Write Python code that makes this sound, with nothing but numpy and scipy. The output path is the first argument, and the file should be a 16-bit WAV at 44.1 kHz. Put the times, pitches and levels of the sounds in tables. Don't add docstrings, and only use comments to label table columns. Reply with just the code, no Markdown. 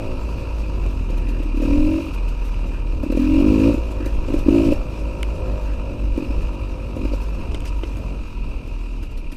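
import sys
import numpy as np
from scipy import signal
from scipy.fft import rfft, irfft, next_fast_len
from scipy.io import wavfile
from scipy.ndimage import uniform_filter1d, map_coordinates

SR = 44100
rng = np.random.default_rng(int(sys.argv[2]) if len(sys.argv) > 2 else 0)


def makeup_ratio(level_db):
    decades = np.asarray(level_db, float) / 20
    return 10 ** decades


def transcribe(signal):
    frames = np.atleast_2d(signal).T
    limited = np.clip(frames, -1, 1)
    pcm = np.round(limited * 32767).astype(np.int16)
    wavfile.write(sys.argv[1], SR, pcm)


N = 412776
T = np.arange(N) / SR

# time in seconds, firings in Hz, exhaust level in dB, pipe note in Hz.
BURSTS = [
    [(1.625, 37.8, -19, 273), (1.655, 39.25, -18.5, 286), (1.791, 42.75, -17, 283),
     (1.937, 45.03, -18, 299), (1.991, 47.4, -20, 310), (2.021, 47.32, -29.5, 307), (2.1, 44.3, -30.5, 288)],
    [(3.196, 41.6, -15.5, 269), (3.258, 43, -16.5, 284), (3.364, 45.38, -13, 294.5),
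     (3.48, 52.1, -11.5, 283), (3.554, 52.3, -12.5, 280.3), (3.612, 52.73, -13, 287),
     (3.682, 57.53, -10.5, 291), (3.725, 58.4, -22, 286)],
    [(4.5055, 54.6, -14, 304), (4.53, 55.35, -11, 309.4), (4.572, 56.5, -11, 308),
     (4.63, 54.53, -16, 309.8), (4.684, 56.4, -13, 295.5), (4.715, 56.3, -21, 279.7)],
]


def unit(x):
    return x / np.sqrt(np.mean(x ** 2) + 1e-20)


def curves(rows):
    s, *cols = np.transpose(rows)
    return [np.interp(T, s, c) for c in cols]


def along(points, hz):
    f, db = np.transpose(points)
    return np.interp(np.log(hz + 1), np.log(f), db)


def humps(rows):
    return sum(height * np.exp(-((T - s) / half) ** 2) for s, height, half in rows)


def wobble(rate, times=T):
    return map_coordinates(rng.standard_normal(int(N * rate / SR) + 4), [times * rate])


def follows(strain_db, load, base_db, slope, load_db, power):
    return makeup_ratio(base_db + slope * (strain_db + 46.5)) + makeup_ratio(load_db) * load ** power


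def filtered(x, response):
    m = next_fast_len(N + SR // 2)
    return irfft(rfft(x, m) * response(np.fft.rfftfreq(m, 1 / SR)), m)[:N]


def mode(f, hz, width, db):
    return makeup_ratio(db) * 1j * f * width / (hz * hz - f * f + 1j * f * width)


def in_row(x, modes):
    response = lambda f: np.prod([mode(f, *m) for m in modes], axis=0)
    return filtered(x, response) / np.max(np.abs(filtered(T == 0, response)))


def side_by_side(x, modes):
    return filtered(x, lambda f: sum((-1) ** k * mode(f, *m) for k, m in enumerate(modes)))


def patchy(depth_db):
    z = signal.stft(rng.standard_normal(N), nperseg=512)[2]
    field = uniform_filter1d(rng.standard_normal(z.shape), size=3, axis=0)
    field = uniform_filter1d(field, size=7, axis=1)
    return unit(signal.istft(z * makeup_ratio(depth_db * unit(field)), nperseg=512)[1][:N])


def noise(spectrum, depth_db):
    return unit(filtered(patchy(depth_db), lambda hz: makeup_ratio(along(spectrum, hz))))


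def firings(speed, start, stop, jitter):
    a, b = round(start * SR), min(round(stop * SR), N)
    turn_count = np.floor(np.cumsum(speed[a:b]) / SR)
    at = a + np.flatnonzero(np.diff(turn_count, prepend=-1))
    late = np.round(jitter * SR * rng.standard_normal(len(at))).astype(int)
    return np.clip(at + late, 0, N - 1)


def add(out, at, size, hz, rise):
    t = np.arange(SR // 16) / SR
    rise = 1.22 * np.clip(rise, .001, .012)
    u = t / rise[:, None]
    swell = (u * np.exp(1 - u)) ** 3
    wave = -size[:, None] * swell * np.sin(2 * np.pi * hz[:, None] * (t - rise[:, None]))
    start = at + np.round((.004 - rise) * SR).astype(int)
    out += np.bincount((start[:, None] + np.arange(len(t))).ravel(), wave.ravel(), N + SR)[:N]


def crank(turns, hum_db, load):
    # time in seconds, loss in dB, half
    # length in seconds.
    hum_dips = [(0, 25, 0.13), (1.82, 16, 0.053), (2.02, 26, 0.094), (3.06, 8, 0.032), (3.55, 6, 0.095),
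                (4.25, 6.5, 0.11), (4.82, 16, 0.067), (5.16, 11, 0.035), (5.37, 10, 0.044), (5.93, 39, 0.052),
                (6.24, 20, 0.064), (6.96, 8, 0.06), (7.51, 4.5, 0.17), (8.29, 22, 0.054), (8.6, 7, 0.047)]
    # multiple of the turn rate, level in dB.
    loaded_orders = [(2, -21), (3, -38), (4, -32), (5, -27.5)]
    hum_db = hum_db - humps(hum_dips)
    first = makeup_ratio(hum_db + 1.8 * wobble(14)) * np.sin(2 * np.pi * turns + .4 * wobble(9))
    more = sum(makeup_ratio(db + 1.4 * wobble(11)) * np.sin(2 * np.pi * round(k) * turns + 0.58 * wobble(8))
               for k, db in loaded_orders)
    return np.sqrt(2) * (first + load ** .6 * more)


def coasting(speed, turns):
    # time in seconds, level in dB, extra brightness in dB per octave over the pipe note.
    pumping = [(0, -25, 1), (.3, -30, -0.5), (.55, -29.5, -0.5), (.94, -27.5, -5), (1.4, -31, 2),
               (2.27, -31, -1), (3.05, -29.5, 1.5), (4.04, -28.5, 0), (4.9, -30, 1.5), (5.4, -32, 4.5),
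               (5.9, -30, 2.5), (6.39, -30.5, 3), (6.8, -30, 2), (7.51, -33, -2.5), (8.1, -34, 0.5),
               (8.45, -30, -14), (8.9, -33.5, -6), (9.36, -34.5, -13)]
    # frequency in Hz, level in dB.
    cool_pipe = [(90, 3.5), (150, -8.5), (290, 0), (370, -5), (440, -18), (510, -2), (590, -8), (800, -30)]
    coast_db, tilt = curves(pumping)
    step = slice(None, None, 16)
    speed, turns, times = speed[step], turns[step], T[step]
    brightness = 0.59 * (speed - 50) + tilt[step]
    purr = np.zeros(len(times))
    for k in range(2, 19):
        octaves = np.log2(np.maximum(k * speed / 270, 1))
        level_db = along(cool_pipe, k * speed) + brightness * octaves + 2.6 * wobble(10, times)
        drift = (.24 + .04 * k) * wobble(10, times) + .027 * k * wobble(32, times)
        purr += makeup_ratio(level_db) * np.sin(2 * np.pi * k * turns + drift + rng.uniform(0, 2.5))
    purr = signal.resample_poly(purr, 16, 1)[:N]
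    return makeup_ratio(coast_db + 1.55 * wobble(6) - 6.0) * unit(purr)


def clatter(speed, turns, strain_db, shake, blows):
    # frequency in Hz, width in Hz, level in dB.
    low_case = [(949, 83, 1), (1314, 165, -6.5), (1650, 240, -16.5)]
    thin_walls = [(2436, 195, 2.5), (2746, 249, 1), (3896, 280, -12.5), (4650, 510, -15), (5540, 790, -19),
                  (6570, 140, -21.5), (8040, 380, -22.5)]
    low_gain = follows(strain_db, shake, base_db=-47, slope=0.72, load_db=-24, power=2) + makeup_ratio(-42) * blows
    high_gain = follows(strain_db, shake, base_db=-48, slope=0.26, load_db=-42.5, power=0.67)
    high_gain = high_gain + makeup_ratio(-35.5) * blows
    slaps = np.zeros(N)
    at = firings(speed, .008, N / SR, jitter=.00012)
    slaps[at] = makeup_ratio(1.7 * rng.standard_normal(len(at)))
    slaps = unit(slaps)
    beat = 1 + .2 * np.cos(2 * np.pi * turns - 2.4)
    gear_level = beat * makeup_ratio(.9 * wobble(60) + .6 * wobble(7))
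    low = side_by_side(gear_level * patchy(depth_db=.8) + .5 * slaps, low_case)
    high = side_by_side(gear_level * patchy(depth_db=.9) + .22 * slaps, thin_walls)
    return makeup_ratio(0.5) * (low_gain * unit(low) + high_gain * unit(high))


def wind(strain_db, load):
    # time in seconds, peak in dB, half length in seconds.
    gust_times = [(0, -28, 0.29), (1.795, -19.5, 0.1), (2.436, -34, 0.08), (3.022, -24, 0.088),
                  (3.358, -34, 0.17), (3.784, -30, 0.092), (4.173, -23, 0.037), (4.389, -23.5, 0.15),
                  (4.732, -16, 0.075), (4.812, -32, 0.034), (5.058, -36, 0.1405), (5.816, -31, 0.082),
                  (6.162, -25, 0.045), (6.41, -23, 0.096), (7.08, -31, 0.07), (7.46, -31, 0.061),
                  (7.694, -29.5, .15), (8.49, -20, 0.064), (9.36, -36, .15)]
    # frequency in Hz, level in dB per Hz.
    gust_colour = [(8, -25), (16, -1), (30, -1), (40, -5.5), (70, -17), (200, -86)]
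    tyre_colour = [(25, -32), (55, 4.5), (110, -5), (170, -12.5), (300, -14), (560, -19), (800, -30),
                   (1500, -71)]
    gusts = humps([(s, makeup_ratio(db), half) for s, db, half in gust_times])
    buffet = unit(makeup_ratio(1.2 * wobble(5)) * noise(gust_colour, depth_db=1))
    tyres = unit(makeup_ratio(1.77 * wobble(8)) * noise(tyre_colour, depth_db=1.0))
    roll = follows(strain_db, load, base_db=-34.5, slope=.5, load_db=-18.5, power=1.3) + makeup_ratio(-29.0) * gusts
    rush = follows(strain_db, load, base_db=-55.5, slope=0.69, load_db=-48.5, power=0.45)
    rush = rush * makeup_ratio(.9 * wobble(4) + 0.79 * wobble(11))
    calm = makeup_ratio(-34)
    return (calm + gusts) * buffet + makeup_ratio(3) * roll * tyres, rush


def hiss(turns, jet, rush):
    # frequency in Hz, level in dB per Hz.
    jet_colour = [(1500, 4), (3300, 0.5), (6000, -2.5), (9000, -7), (12000, -7.5), (15300, -10.5)]
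    # frequency in Hz, change in dB.
    air_change = [(1500, -1.5), (6000, 2.35), (10000, -2.5), (15300, -4.5)]
    spit = (1 + .4 * np.cos(2 * np.pi * turns)) * makeup_ratio(1.5 * wobble(90))
    air = noise(jet_colour, depth_db=3.0)
    dull_air = filtered(air[::-1], lambda hz: makeup_ratio(along(air_change, hz)))
    return jet * spit * air + rush * makeup_ratio(1.7 * wobble(40)) * dull_air


def whine():
    return makeup_ratio(-80 + 2.4 * wobble(3.2)) * np.sin(2 * np.pi * 10405 * T + wobble(9))


def buzzes():
    # time in seconds, note in Hz, level in dB, length in seconds.
    loose_parts = [(1.3, 1740, -53, 0.12), (2.754, 1640, -49.5, 0.038), (3.251, 1527, -47.5, 0.032),
                   (4.058, 1697, -48, 0.073), (5.506, 1735, -54, 0.065), (5.699, 1650, -50, 0.049),
                   (6.299, 5215, -59, 0.05), (6.22, 4800, -59, .03), (7.053, 5073, -58, 0.03),
                   (7.134, 4600, -50, 0.013), (7.148, 5500, -54, .02), (0.404, 4600, -60, 0.37)]
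    out = np.zeros(N)
    around = np.arange(-SR // 2, SR // 2)
    t = around / SR
    for s, hz, db, length in loose_parts:
        shake = uniform_filter1d(rng.standard_normal((2, len(t))), size=90)
        note = unit(shake[0] * np.sin(2 * np.pi * hz * t) + shake[1] * np.cos(2 * np.pi * hz * t))
        at = np.clip(round(s * SR) + around, 0, N - 1)
        out[at] += makeup_ratio(db) * np.exp(-(t / length) ** 2) * note
    return out


def ticks():
    # start in seconds, peak in dB, knock in dB, brightness in dB, time to fall 60 dB in seconds.
    hits = [(0.864, -38, 9, -1, 0.0088), (1.0908, -44, -4, -18, 0.007), (1.223, -39, 2, -17, 0.0079),
            (2.5436, -34, -7, -14, 0.01), (5.2305, -16.5, -22, -6.5, 0.0036),
            (5.897, -51, 22.5, -16.5, 0.0083), (7.5186, -36, 5, -9, 0.0078), (7.5458, -21, -1, -9, 0.025),
            (7.605, -33, -16, -1, 0.012), (7.6575, -36, -14, -3, 0.02), (7.9504, -40, -14, -6, .015),
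            (6.1735, -42, -14, -8, .015), (7.1223, -42, -14, -11, .015), (7.8343, -26.5, 9, -22, 0.03),
            (7.8403, -30, -7, -23, 0.0098)]
    # frequency in Hz, width in Hz, level in dB.
    lid = [(2260, 380, -1.5), (2849, 340, -2), (1470, 440, -6)]
    snap = [(6540, 1800, 6), (9800, 1900, 1), (13300, 1800, -6)]
    body, bright, knock = np.zeros((3, N))
    t = np.arange(SR // 20) / SR
    for s, db, knock_db, bright_db, t60 in hits:
        at = round(s * SR)
        crack = makeup_ratio(db - 60 * t / t60) * rng.standard_normal(len(t))
        crack[0] = 9 * makeup_ratio(db) * min(1, 0.0069 / t60) ** .5
        body[at:][:len(t)] += makeup_ratio(1.0) * crack
        bright[at:][:len(t)] += makeup_ratio(bright_db - 7.0 - 60 * t / 0.024) * crack
        knock[at] = makeup_ratio(db + knock_db)
    ring = sum(makeup_ratio(db) * in_row(body, [(hz, width, 0), (hz, 2.4 * width, 0)]) for hz, width, db in lid)
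    twig = filtered(side_by_side(bright, snap), lambda f: mode(f, 10500, 11000, 0))
    frame = in_row(knock, [(340.15, 159.4, 0), (338.0, 350, 0)])
    return makeup_ratio(-22.0) * ring + makeup_ratio(2.0) * twig - frame


def stray_pops(pipe, jet):
    # time in seconds, peak in dB, gas hiss in dB, overtone in dB.
    cracks = [(1.098, -28, -46, -9), (1.128, -24, -67, -13), (1.618, -26, -46, 2), (3.216, -42, -54, -11),
              (7.217, -29, -48, -8), (8.675, -35, -55, -9), (9.109, -39, -56, -11), (1.176, -24, -47, -11),
              (1.29, -22.5, -42.5, -18), (1.427, -28, -48.5, -12), (1.572, -15, -46, -17),
              (2.138, -38, -41.5, -6), (2.286, -40, -45.5, -11), (2.448, -31, -47, -8),
              (3.033, -14.5, -44.5, -10), (3.122, -14, -43, -6), (3.171, -8.5, -43.5, -13),
              (3.741, -10.5, -46, -9), (3.909, -25, -44, -20), (4.061, -17, -40, -11),
              (4.282, -19.5, -49, -7), (4.339, -8, -42, -10), (4.384, -19, -43, -7), (4.483, 0, -47, -11.5),
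              (4.72, -7.5, -39, -11), (6.176, -10.5, -46.5, -11), (6.304, -20.5, -54, -7),
              (6.42, -27, -50, -12), (6.964, -17.5, -48, -8), (7.05, -13.5, -50, -13.5),
              (7.148, -36, -58, -9), (7.133, -19.5, -50, -4), (7.656, -39, -41, -12),
              (7.97, -30, -45.5, -13), (9.03, -30, -45.5, -17), (9.175, -34, -46.5, -20),
              (9.324, -27, -43.5, -17)]
    # time in seconds, peak in dB.
    thuds = [(1.332, -33), (1.4, -22.5), (1.458, -25), (1.487, -23.5), (1.513, -33), (1.543, -19),
             (1.599, -15), (3.062, -14), (3.099, -11.5), (3.147, -13), (3.777, -17.5), (4.003, -18.5),
             (4.023, -23), (4.301, -15), (4.321, -18), (4.363, -17.5), (4.461, -10.5), (6.158, -22),
             (6.199, -18), (6.222, -15), (6.245, -26), (6.265, -27), (6.989, -24), (7.012, -21),
             (7.031, -19), (7.076, -27), (7.096, -28), (7.116, -21)]
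    thud_hiss_db, thud_overtone_db = -71, -17.5
    pops = list(cracks) + [(s, db, thud_hiss_db, thud_overtone_db) for s, db in thuds]
    s, db, hiss_db, over_db = np.transpose(pops)
    at = np.round(s * SR).astype(int)
    chance = rng.standard_normal((4, len(s)))
    add(pipe, at, makeup_ratio(db - 0.5), 285 * (1 + 0.048 * chance[0]), 0.0047 * (1 + .07 * chance[2]))
    over_level = makeup_ratio(db + over_db - 0.087 * (db + 3.0) + 2 * chance[3])
    add(pipe, at, over_level, 525 * (1 + 0.029 * chance[1]), np.full(len(s), .0036))
    u = np.arange(SR // 8) / SR / 0.017
    swell = (u * np.exp(1 - u)) ** 2
    crisp_spit = 0.8 * (u > 2 / 3) * np.exp(7.5 * (2 / 3 - u))
    for start, puff_db in zip(s, hiss_db):
        begin = round((start - .012) * SR)
        puff = makeup_ratio(puff_db - 4.0) * (swell + crisp_spit)
        jet[begin:][:len(u)] += puff[:N - begin]


def throttle_bursts(pipe, jet):
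    # time in seconds, note in Hz.
    far_cone = [(1.62, 500), (1.75, 550), (1.9, 570), (2.05, 560), (3.2, 517), (3.4, 575), (3.5, 495),
                (3.6, 493.5), (3.7, 538), (4.5, 584.2), (4.6, 580), (4.71, 529)]
    overtone_hz = curves(far_cone)[0]
    cold_overtone_db, hot_overtone_db, warm_up_s = [-11, -19.5, -18], -13, 0.51
    echo_delay = round(0.00703 * SR)
    load = np.zeros(N)
    for rows, cold_db in zip(BURSTS, cold_overtone_db):
        start, stop = rows[0][0], rows[-1][0]
        speed, level_db, hz = curves(rows)
        at = firings(speed, start, stop, jitter=0.00012)
        chance = rng.standard_normal((4, len(at)))
        warm = np.clip((T[at] - start) / warm_up_s, 0, 1)
        tuned = np.exp(-((speed[at] - 43.3) / 3.16) ** 2)
        rise = (.005 + 0.0066 * tuned) * makeup_ratio(1.2 * chance[3])
        add(pipe, at, makeup_ratio(level_db[at] + 5.5 + 0.24 * chance[0]), hz[at], rise)
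        over_db = cold_db + (hot_overtone_db - cold_db) * warm - 5.5 * tuned
        over_level = makeup_ratio(level_db[at] + over_db + 8.5 + 1.6 * chance[1])
        over_hz = overtone_hz[at] * (1 + .022 * chance[2])
        add(pipe, at + echo_delay, over_level, over_hz, 0.0035 + 0.0018 * tuned)
        throttle = (T > start) & (T < stop)
        load += throttle * makeup_ratio(level_db)
        jet += throttle * makeup_ratio(-52 + 0.12 * (level_db + 6) + 1.2 * wobble(13))
    return np.abs(uniform_filter1d(load, size=900))


def brushes():
    # time in seconds, level in dB, half length in seconds.
    swishes = [
        (7.521, -59, .008),
        (7.55, -46, 0.024),
        (7.668, -39, 0.009),
        (7.684, -41.5, 0.014),
        (7.839, -49, 0.011),
    ]
    # frequency in Hz, width in Hz, level in dB.
    leaves = [(2686, 250, 6.5), (4987, 370, 0.5), (5830, 400, -1.5), (6910, 500, -7.5), (8110, 600, -7.5),
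              (9480, 900, -13)]
    grit = makeup_ratio(2.9 * wobble(150) + 3.47 * wobble(900)) * rng.standard_normal(N)
    return humps([(s, makeup_ratio(db), half) for s, db, half in swishes]) * unit(side_by_side(grit, leaves))


def scene():
    # time in seconds, crank turns in Hz, crank hum in dB, mechanical strain in dB.
    off_throttle = [(0, 56.3, -23, -43.5), (0.208, 51.73, -24, -41.5), (.42, 56.07, -25.5, -42.5),
                    (.94, 44.75, -21.5, -44.5), (1.169, 38.28, -20.5, -46.5), (1.54, 36.57, -19.5, -46.5),
                    (2.269, 41.77, -20.5, -45), (3.049, 36.48, -22.5, -47.5), (4.041, 48.9, -21.5, -42.5),
                    (4.82, 57.53, -30, -42), (5.05, 51.52, -21.5, -43), (5.658, 49.68, -24.5, -43),
                    (6.13, 47.34, -19, -46.5), (6.39, 49.78, -24, -42.5), (6.9, 47, -28, -46.5),
                    (7.14, 48.5, -22, -43.5), (8.02, 47.6, -26.5, -47), (9.36, 33.3, -27.5, -56.5)]
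    # time in
    # seconds, crank turns in Hz.
    speed_points = [(.098, 53.1), (.302, 54.3), (.566, 53.7), (1.06, 41), (1.274, 40.4), (1.362, 40.5),
                    (2.466, 42.1), (2.75, 38.9), (2.962, 39.2), (5.19, 52.3), (5.42, 51.6), (5.75, 51),
                    (6.02, 48.8), (6.26, 49.1), (6.53, 48.2), (6.63, 48.8), (6.82, 46.7), (7.4, 47.9), (7.49, 48.6),
                    (7.8, 47.2), (7.9, 48.3), (8.56, 40.5), (8.88, 39.5), (9.04, 36.5)]
    pipe, jet = np.zeros((2, N))
    stray_pops(pipe, jet)
    load = throttle_bursts(pipe, jet)
    speed, = curves(sorted(row[:2] for row in off_throttle + speed_points + sum(BURSTS, [])))
    speed = speed * (1 + .005 * wobble(5) * np.exp(-40 * load))
    turns = np.cumsum(speed) / SR
    _, hum_db, strain_db = curves(off_throttle)
    shake = np.abs(uniform_filter1d(load, size=5000, origin=800))
    blows = np.abs(uniform_filter1d(np.abs(pipe), size=160)) ** 0.75
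    pipe = filtered(pipe + coasting(speed, turns), lambda f: 1 - mode(f, hz=452, width=34, db=-2.1))
    rumble, rush = wind(strain_db, shake)
    engine = crank(turns, hum_db, load) + pipe + clatter(speed, turns, strain_db, shake, blows)
    air = rumble + hiss(turns, jet, rush)
    return (engine + air + ticks() + brushes() + buzzes() + whine())[None]


def roll_off(x):
    return signal.sosfilt(signal.butter(12, 15380, fs=SR, output="sos"), x)


def record(dry):
    held = dry[0] / (1 + np.abs(dry[0] / .95) ** 8) ** (1 / 8)
    mix = filtered(held, lambda hz: hz < 15380)[None]
    return roll_off(mix)


dry = scene()
out = record(dry)
transcribe(out)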